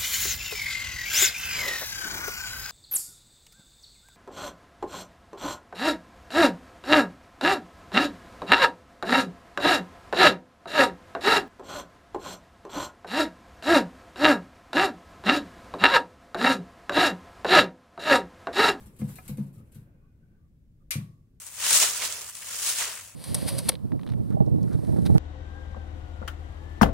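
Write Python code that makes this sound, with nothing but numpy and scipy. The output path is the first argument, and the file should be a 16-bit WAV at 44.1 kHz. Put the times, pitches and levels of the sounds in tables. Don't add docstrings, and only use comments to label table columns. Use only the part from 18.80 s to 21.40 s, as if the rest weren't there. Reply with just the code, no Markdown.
import sys
import numpy as np
from scipy import signal
from scipy.io import wavfile

SR = 44100
rng = np.random.default_rng(int(sys.argv[2]) if len(sys.argv) > 2 else 0)


def wrap_up_sound(samples):
    columns = np.atleast_2d(samples).T
    tamed = np.clip(columns, -1, 1)
    steps = np.round(tamed * 32767).astype(np.int16)
    wavfile.write(sys.argv[1], SR, steps)


N = 114660
SNAP_S = 2.1073

# (pitch_hz, left_minus_right_db)
LEFT_LEAN = [(100, 1.96), (300, -8.5), (1000, 0.5), (2500, -2.5), (5500, 4.5), (10000, 8), (15000, 11)]


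def from_db(db):
    return 10 ** (np.asarray(db) / 20)


def rms_one(x):
    return x / np.sqrt(np.mean(x ** 2) + 1e-20)


def energy_one(x):
    return rms_one(x) / np.sqrt(x.shape[-1])


def at_hz(points, hz):
    table_hz, values = np.transpose(points)
    return np.interp(np.log(hz), np.log(table_hz), values)


def pan(db):
    return rms_one(from_db(np.array([[db], [-db]]) / 2))


def clicks(times, gains):
    out = np.zeros(N)
    places = np.clip(np.asarray(times) * SR, 0, N - 1).astype(int)
    np.add.at(out, places, gains)
    return out


def through(x, response):
    return signal.fftconvolve(np.atleast_2d(x), response, axes=1)[:, :N]


def band_filter(hz, width_hz):
    edges = [hz - width_hz / 2, hz + width_hz / 2]
    return signal.butter(2, edges, "band", fs=SR, output="sos")


def ring(x, hz, t60):
    shrink = from_db(-60 / (t60 * SR))
    turn = 2 * np.pi * hz / SR
    return signal.lfilter([0, np.sin(turn)], [1, -2 * shrink * np.cos(turn), shrink * shrink], x + 1e-18)


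def noise_bands(size):
    # (pitch_hz, likeness)
    likeness = [(30, .93), (150, 0.92), (350, .88), (700, 0.37), (1300, -0.14), (2800, -0.15), (6000, 0),
                (15000, 0)]
    edges = np.geomspace(18, 17000, 31)
    white = rng.standard_normal((2, 2, size + SR // 2))
    for k, (low, high) in enumerate(zip(edges, edges[1:])):
        band = signal.butter(2, [low, high], "band", fs=SR, output="sos")
        mid, side = signal.sosfilt(band, white[k % 2])[:, -size:]
        hz = np.sqrt(low * high)
        alike = np.clip(at_hz(likeness, hz), -.99, .99)
        yield hz, np.sqrt(1 + alike) * mid + np.sqrt(1 - alike) * side * [[1], [-1]]


def steady(spectrum):
    return rms_one(sum(from_db(at_hz(spectrum, hz)) * band for hz, band in noise_bands(size=N)))


def shed(spectrum, lean):
    # (pitch_hz, t60_s)
    shed_t60 = [(100, 0.53), (500, 0.68), (1100, .3), (2200, 0.24), (6000, 0.15), (11000, .17),
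                (15000, 0.27)]
    build_s, late_db, late_t60_s = 0.002, -26, 0.52
    t = np.arange(SR // 2) / SR
    out = 0
    for hz, band in noise_bands(size=len(t)):
        early = from_db(-60 * t / at_hz(shed_t60, hz))
        late = from_db(late_db - 60 * t / late_t60_s)
        out = out + from_db(at_hz(spectrum, hz)) * pan(at_hz(lean, hz)) * band * (early + late)
    return energy_one(out * (1 - np.exp(-t / build_s)))


def crack(spectrum, lean_db):
    fall_s, low_cut_hz = .0006, 1800
    t = np.arange(SR // 20) / SR
    noise = sum(from_db(at_hz(spectrum, hz)) * band for hz, band in noise_bands(size=len(t)))
    burst = noise * np.exp(-t / fall_s)
    burst = signal.sosfilt(signal.butter(2, low_cut_hz, "high", fs=SR, output="sos"), burst)
    return np.array([energy_one(side) for side in burst]) * pan(lean_db)


def thumps():
    # (start_s, lowest_mode_db, main_mode_db, upper_modes_db)
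    landings = [(0.013, -54, -48, -43), (0.066, -53, -52, -43), (0.195, -46, -32, -31.5),
                (0.2183, -24, -22, -19.5), (0.275, -64, -61, -40), (0.492, -38, -40, -27),
                (0.5077, -37, -26.5, -35), (0.568, -50, -43, -38.5), (0.582, -34, -29, -23),
                (0.597, -61, -27, -26), (0.771, -31, -46.5, -45), (0.803, -31, -52, -44),
                (0.957, -33.5, -38, -42.5), (0.994, -68, -55, -53), (2.1559, -18, -21.5, -28.5),
                (2.187, -29.5, -30.5, -31)]
    group_hz = [111, 140, 209]
    # (pitch_hz, level_db, t60_s)
    floor_modes = [(111.2, -5, 0.51), (139.8, 0, 0.31), (156.4, -7.5, 0.38), (191, -8.5, 0.34),
                   (211.6, -3, 0.18), (219.7, -17.5, 0.34), (302.4, -21.5, 0.044), (358.7, -31.5, 0.39),
                   (467.5, -22, 0.08), (497.4, -20.5, 0.23)]
    # (pitch_hz, level_db_per_hz)
    knock_colour = [(60, -15), (120, 8), (250, 5.5), (400, -8), (700, -7.5), (1100, 3.5), (1800, -42),
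                    (4000, -30.5)]
    knock_db = 11.5
    paw_soft_hz, floor_low_cut_hz = 454, 140

    start_s, *groups = np.transpose(landings)
    boards = 0
    for k, (hz, db, t60) in enumerate(floor_modes):
        strengths = [at_hz(list(zip(group_hz, row)), hz) for row in np.transpose(groups)]
        sign = (-1) ** (k // 2)
        boards = boards + sign * ring(clicks(start_s, from_db(np.add(strengths, db))), hz, t60)
    knock = through(clicks(start_s, from_db(groups[-1] + knock_db)), shed(knock_colour, LEFT_LEAN))
    soft = signal.butter(2, paw_soft_hz, fs=SR, output="sos")
    thin = signal.butter(2, floor_low_cut_hz, "high", fs=SR, output="sos")
    return signal.sosfilt(np.vstack([soft, thin]), boards * pan(LEFT_LEAN[0][1]) + knock)


def grains():
    grains_per_s, spread_db = 3200, 4.0
    sizes = from_db(spread_db * np.minimum(rng.exponential(1, N), 4))
    signs = rng.choice([-1, 1], N)
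    return sizes * signs * (rng.random(N) < grains_per_s / SR)


def scuffs():
    # (start_s, rise_s, crackle_db, rub_on_the_boards_db)
    pushes = [(0.0, 0.0037, -56.5, -43.5), (0.017, 0.0093, -61, -54), (0.057, 0.0042, -55, -64),
              (0.10, 0.036, -71, -70), (0.162, 0.0021, -57, -79), (0.186, 0.0073, -52, -44.5),
              (0.209, 0.002, -65, -42.5), (0.238, 0.0081, -57, -51), (0.275, 0.0094, -50.5, -45.5),
              (0.302, 0.02, -57.5, -81), (0.356, 0.0019, -42.5, -63), (0.384, 0.0021, -58, -43.5),
              (0.409, 0.017, -60.5, -57), (0.447, 0.0056, -57, -45.5), (0.479, 0.0017, -37, -39),
              (0.512, 0.024, -67, -67), (0.5717, .0008, -45.5, -80), (0.586, 0.0055, -65, -46.5),
              (0.619, 0.01, -64.5, -69), (0.658, 0.011, -68, -60), (0.726, 0.013, -64, -90),
              (0.775, 0.0065, -67.5, -62.5), (0.83, 0.036, -77.5, -92), (0.917, 0.0027, -57.5, -69),
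              (0.943, 0.0045, -55, -56.5), (0.981, 0.017, -73.5, -86)]
    # (pitch_hz, level_db_per_hz)
    crackle_colour = [(500, -21), (1500, -4), (3000, -4.5), (5500, -4.5), (8800, -1), (12000, 0.5),
                      (15000, -9)]
    # (pitch_hz, level_db_per_hz)
    rub_colour = [(150, 14), (400, -24), (750, -4), (1250, 1), (2100, -8.5), (3200, -11.5), (6000, -12.5),
                  (15000, -49)]
    direct_db, direct_lean_db = -4, 2.5

    t = np.arange(N) / SR
    shavings, boards = grains(), grains()
    crackle, rub = 0, 0
    for start_s, rise_s, crackle_db, rub_db in pushes:
        age = np.maximum(t - start_s, 0) / rise_s
        push = age * np.exp(1 - age)
        size = np.linalg.norm(push)
        crackle = crackle + from_db(crackle_db) * size * energy_one(shavings * push)
        rub = rub + from_db(rub_db) * size * energy_one(boards * push)
    direct = from_db(direct_db) * through(crackle, crack(crackle_colour, direct_lean_db))
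    echoes = through(crackle, shed(crackle_colour, LEFT_LEAN))
    return direct + echoes + through(rub, shed(rub_colour, LEFT_LEAN))


def snap():
    # (delay_s, level_db)
    paths = [(0.0003, 0), (.0018, -4), (.0026, -2), (.0075, -6)]
    # (pitch_hz, level_db_per_hz)
    crack_colour = [(1000, -28.5), (3000, -17), (6000, -14), (8300, -6.5), (11000, 2), (13000, 2),
                    (15000, -6)]
    # (pitch_hz, level_db_per_hz)
    body_colour = [(100, -34.5), (450, -15), (800, -20.5), (1100, -8.5), (1450, -7), (2200, 2.5),
                   (3000, -1), (4500, 0.5), (6500, -1.5), (8400, 1), (10800, -1), (13000, -5.5),
                   (15000, -18)]
    # (pitch_hz, left_minus_right_db)
    echo_lean = [(300, 0.5), (1000, -2.5), (2500, 0), (4000, 1), (5800, 5.5), (8400, 6.5), (10500, 7.5),
                 (15000, -0.5)]
    # (pitch_hz, level_db, t60_s)
    thin_rings = [(969, -65, .28), (1414, -65.5, 0.08), (1860, -65.5, .65), (2110, -40, 0.16),
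                  (2364, -39, 0.22), (6020, -39.5, 0.2), (6480, -43, .17), (8140, -40.5, .24),
                  (8400, -44.5, .15), (9770, -43.5, .13), (10640, -32, .13), (11300, -37, .13)]
    direct_db, direct_lean_db, ring_delay_s = -4, 14, .01

    delay_s, path_db = np.transpose(paths)
    arrivals = energy_one(clicks(SNAP_S + delay_s, from_db(path_db)))
    direct = from_db(direct_db) * through(arrivals, crack(crack_colour, direct_lean_db))
    hit = clicks([SNAP_S], 0.85 * from_db(2))
    answer = through(hit, shed(body_colour, echo_lean))
    rings = 0
    for hz, db, t60 in thin_rings:
        starts = SNAP_S + rng.uniform(0, ring_delay_s, 2)
        pair = np.array([ring(clicks([s], 1), hz, t60) for s in starts])
        rings = rings + from_db(db) * pan(at_hz(echo_lean, hz)) * pair
    return direct + answer + rings


def cluster():
    hz, width_hz, level_db, t60_s = 1125, 90, -52, .56
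    age = np.arange(N) / SR - SNAP_S
    fade = (age > 0) * from_db(-60 * np.maximum(age, 0) / t60_s)
    hum = rms_one(signal.sosfilt(band_filter(hz, width_hz), rng.standard_normal((2, N))))
    return from_db(level_db) * fade * hum


def taps():
    # (start_s, level_db)
    catches = [(0.215, -53), (0.290, -63), (0.3855, -46), (0.390, -50.5), (0.582, -60.5)]
    # (pitch_hz, level_db, t60_s)
    board_modes = [(530, -6, .1), (750, 0, .13), (1020, -3, .09), (1280, 0, .08), (1700, -2, .07),
                   (2100, 0, .07), (2400, -3, .06)]
    start_s, tap_db = np.transpose(catches)
    out = 0
    for hz, mode_db, t60 in board_modes:
        lags = rng.random(2) / hz
        gains = from_db(tap_db + mode_db)
        out = out + np.array([ring(clicks(start_s + lag, gains), hz, t60) for lag in lags])
    return out


def background():
    # (pitch_hz, level_db_per_hz)
    rumble_colour = [(20, -0.5), (40, -1.5), (65, 0.5), (95, -4.5), (140, -3), (210, -11.5), (300, -20),
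                     (500, -32), (800, -71), (1300, -41), (2200, -46), (5000, -50.5), (15000, -51)]
    # (time_s, level_db)
    hush_level = [(0, -58), (.8, -61.5), (1.1, -64), (1.3, -72.5), (1.55, -70), (1.75, -88.5), (2.4, -90.5),
                  (2.6, -84)]
    # (pitch_hz, level_db_per_hz)
    hush_colour = [(100, 9), (300, 6.5), (500, 1), (800, -10), (1200, -11), (1600, -16.5), (2400, -14),
                   (3500, -36.5), (15000, -31.5)]
    # (middle_s, length_s, pitch_hz, level_db)
    sings = [(0.795, 0.082, 1223, -68.5), (1.012, 0.28, 1530, -77.5), (1.252, 0.079, 1134, -77),
             (1.247, 0.28, 1490, -83.5), (1.256, 0.17, 2470, -87.5), (1.439, 0.051, 1510, -77.5),
             (1.548, 0.15, 1540, -81), (1.632, .11, 1140, -81.5), (2.021, 0.027, 1220, -74.5),
             (1.15, 0.17, 532, -72.5), (2.057, 0.093, 499, -75), (2.577, 0.089, 387, -74)]
    rumble_db, rumble_lean_db, sing_width_hz = -56.5, 1.1, 120

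    t = np.arange(N) / SR
    rumble = from_db(rumble_db) * steady(rumble_colour) * pan(rumble_lean_db)
    hush = from_db(np.interp(t, *np.transpose(hush_level))) * steady(hush_colour)
    out = rumble + hush
    for middle_s, length_s, hz, db in sings:
        swell = np.exp(-(2 * (t - middle_s) / length_s) ** 2)
        tone = rms_one(signal.sosfilt(band_filter(hz, sing_width_hz), rng.standard_normal((2, N))))
        out = out + from_db(db) * swell * tone
    return out


def scene():
    return thumps() + scuffs() + snap() + cluster() + taps() + background()


def record(dry):
    cutoff_hz = 15700
    return signal.sosfilt(signal.ellip(10, .2, 70, cutoff_hz, fs=SR, output="sos"), dry)


dry = scene()
out = record(dry)
wrap_up_sound(out)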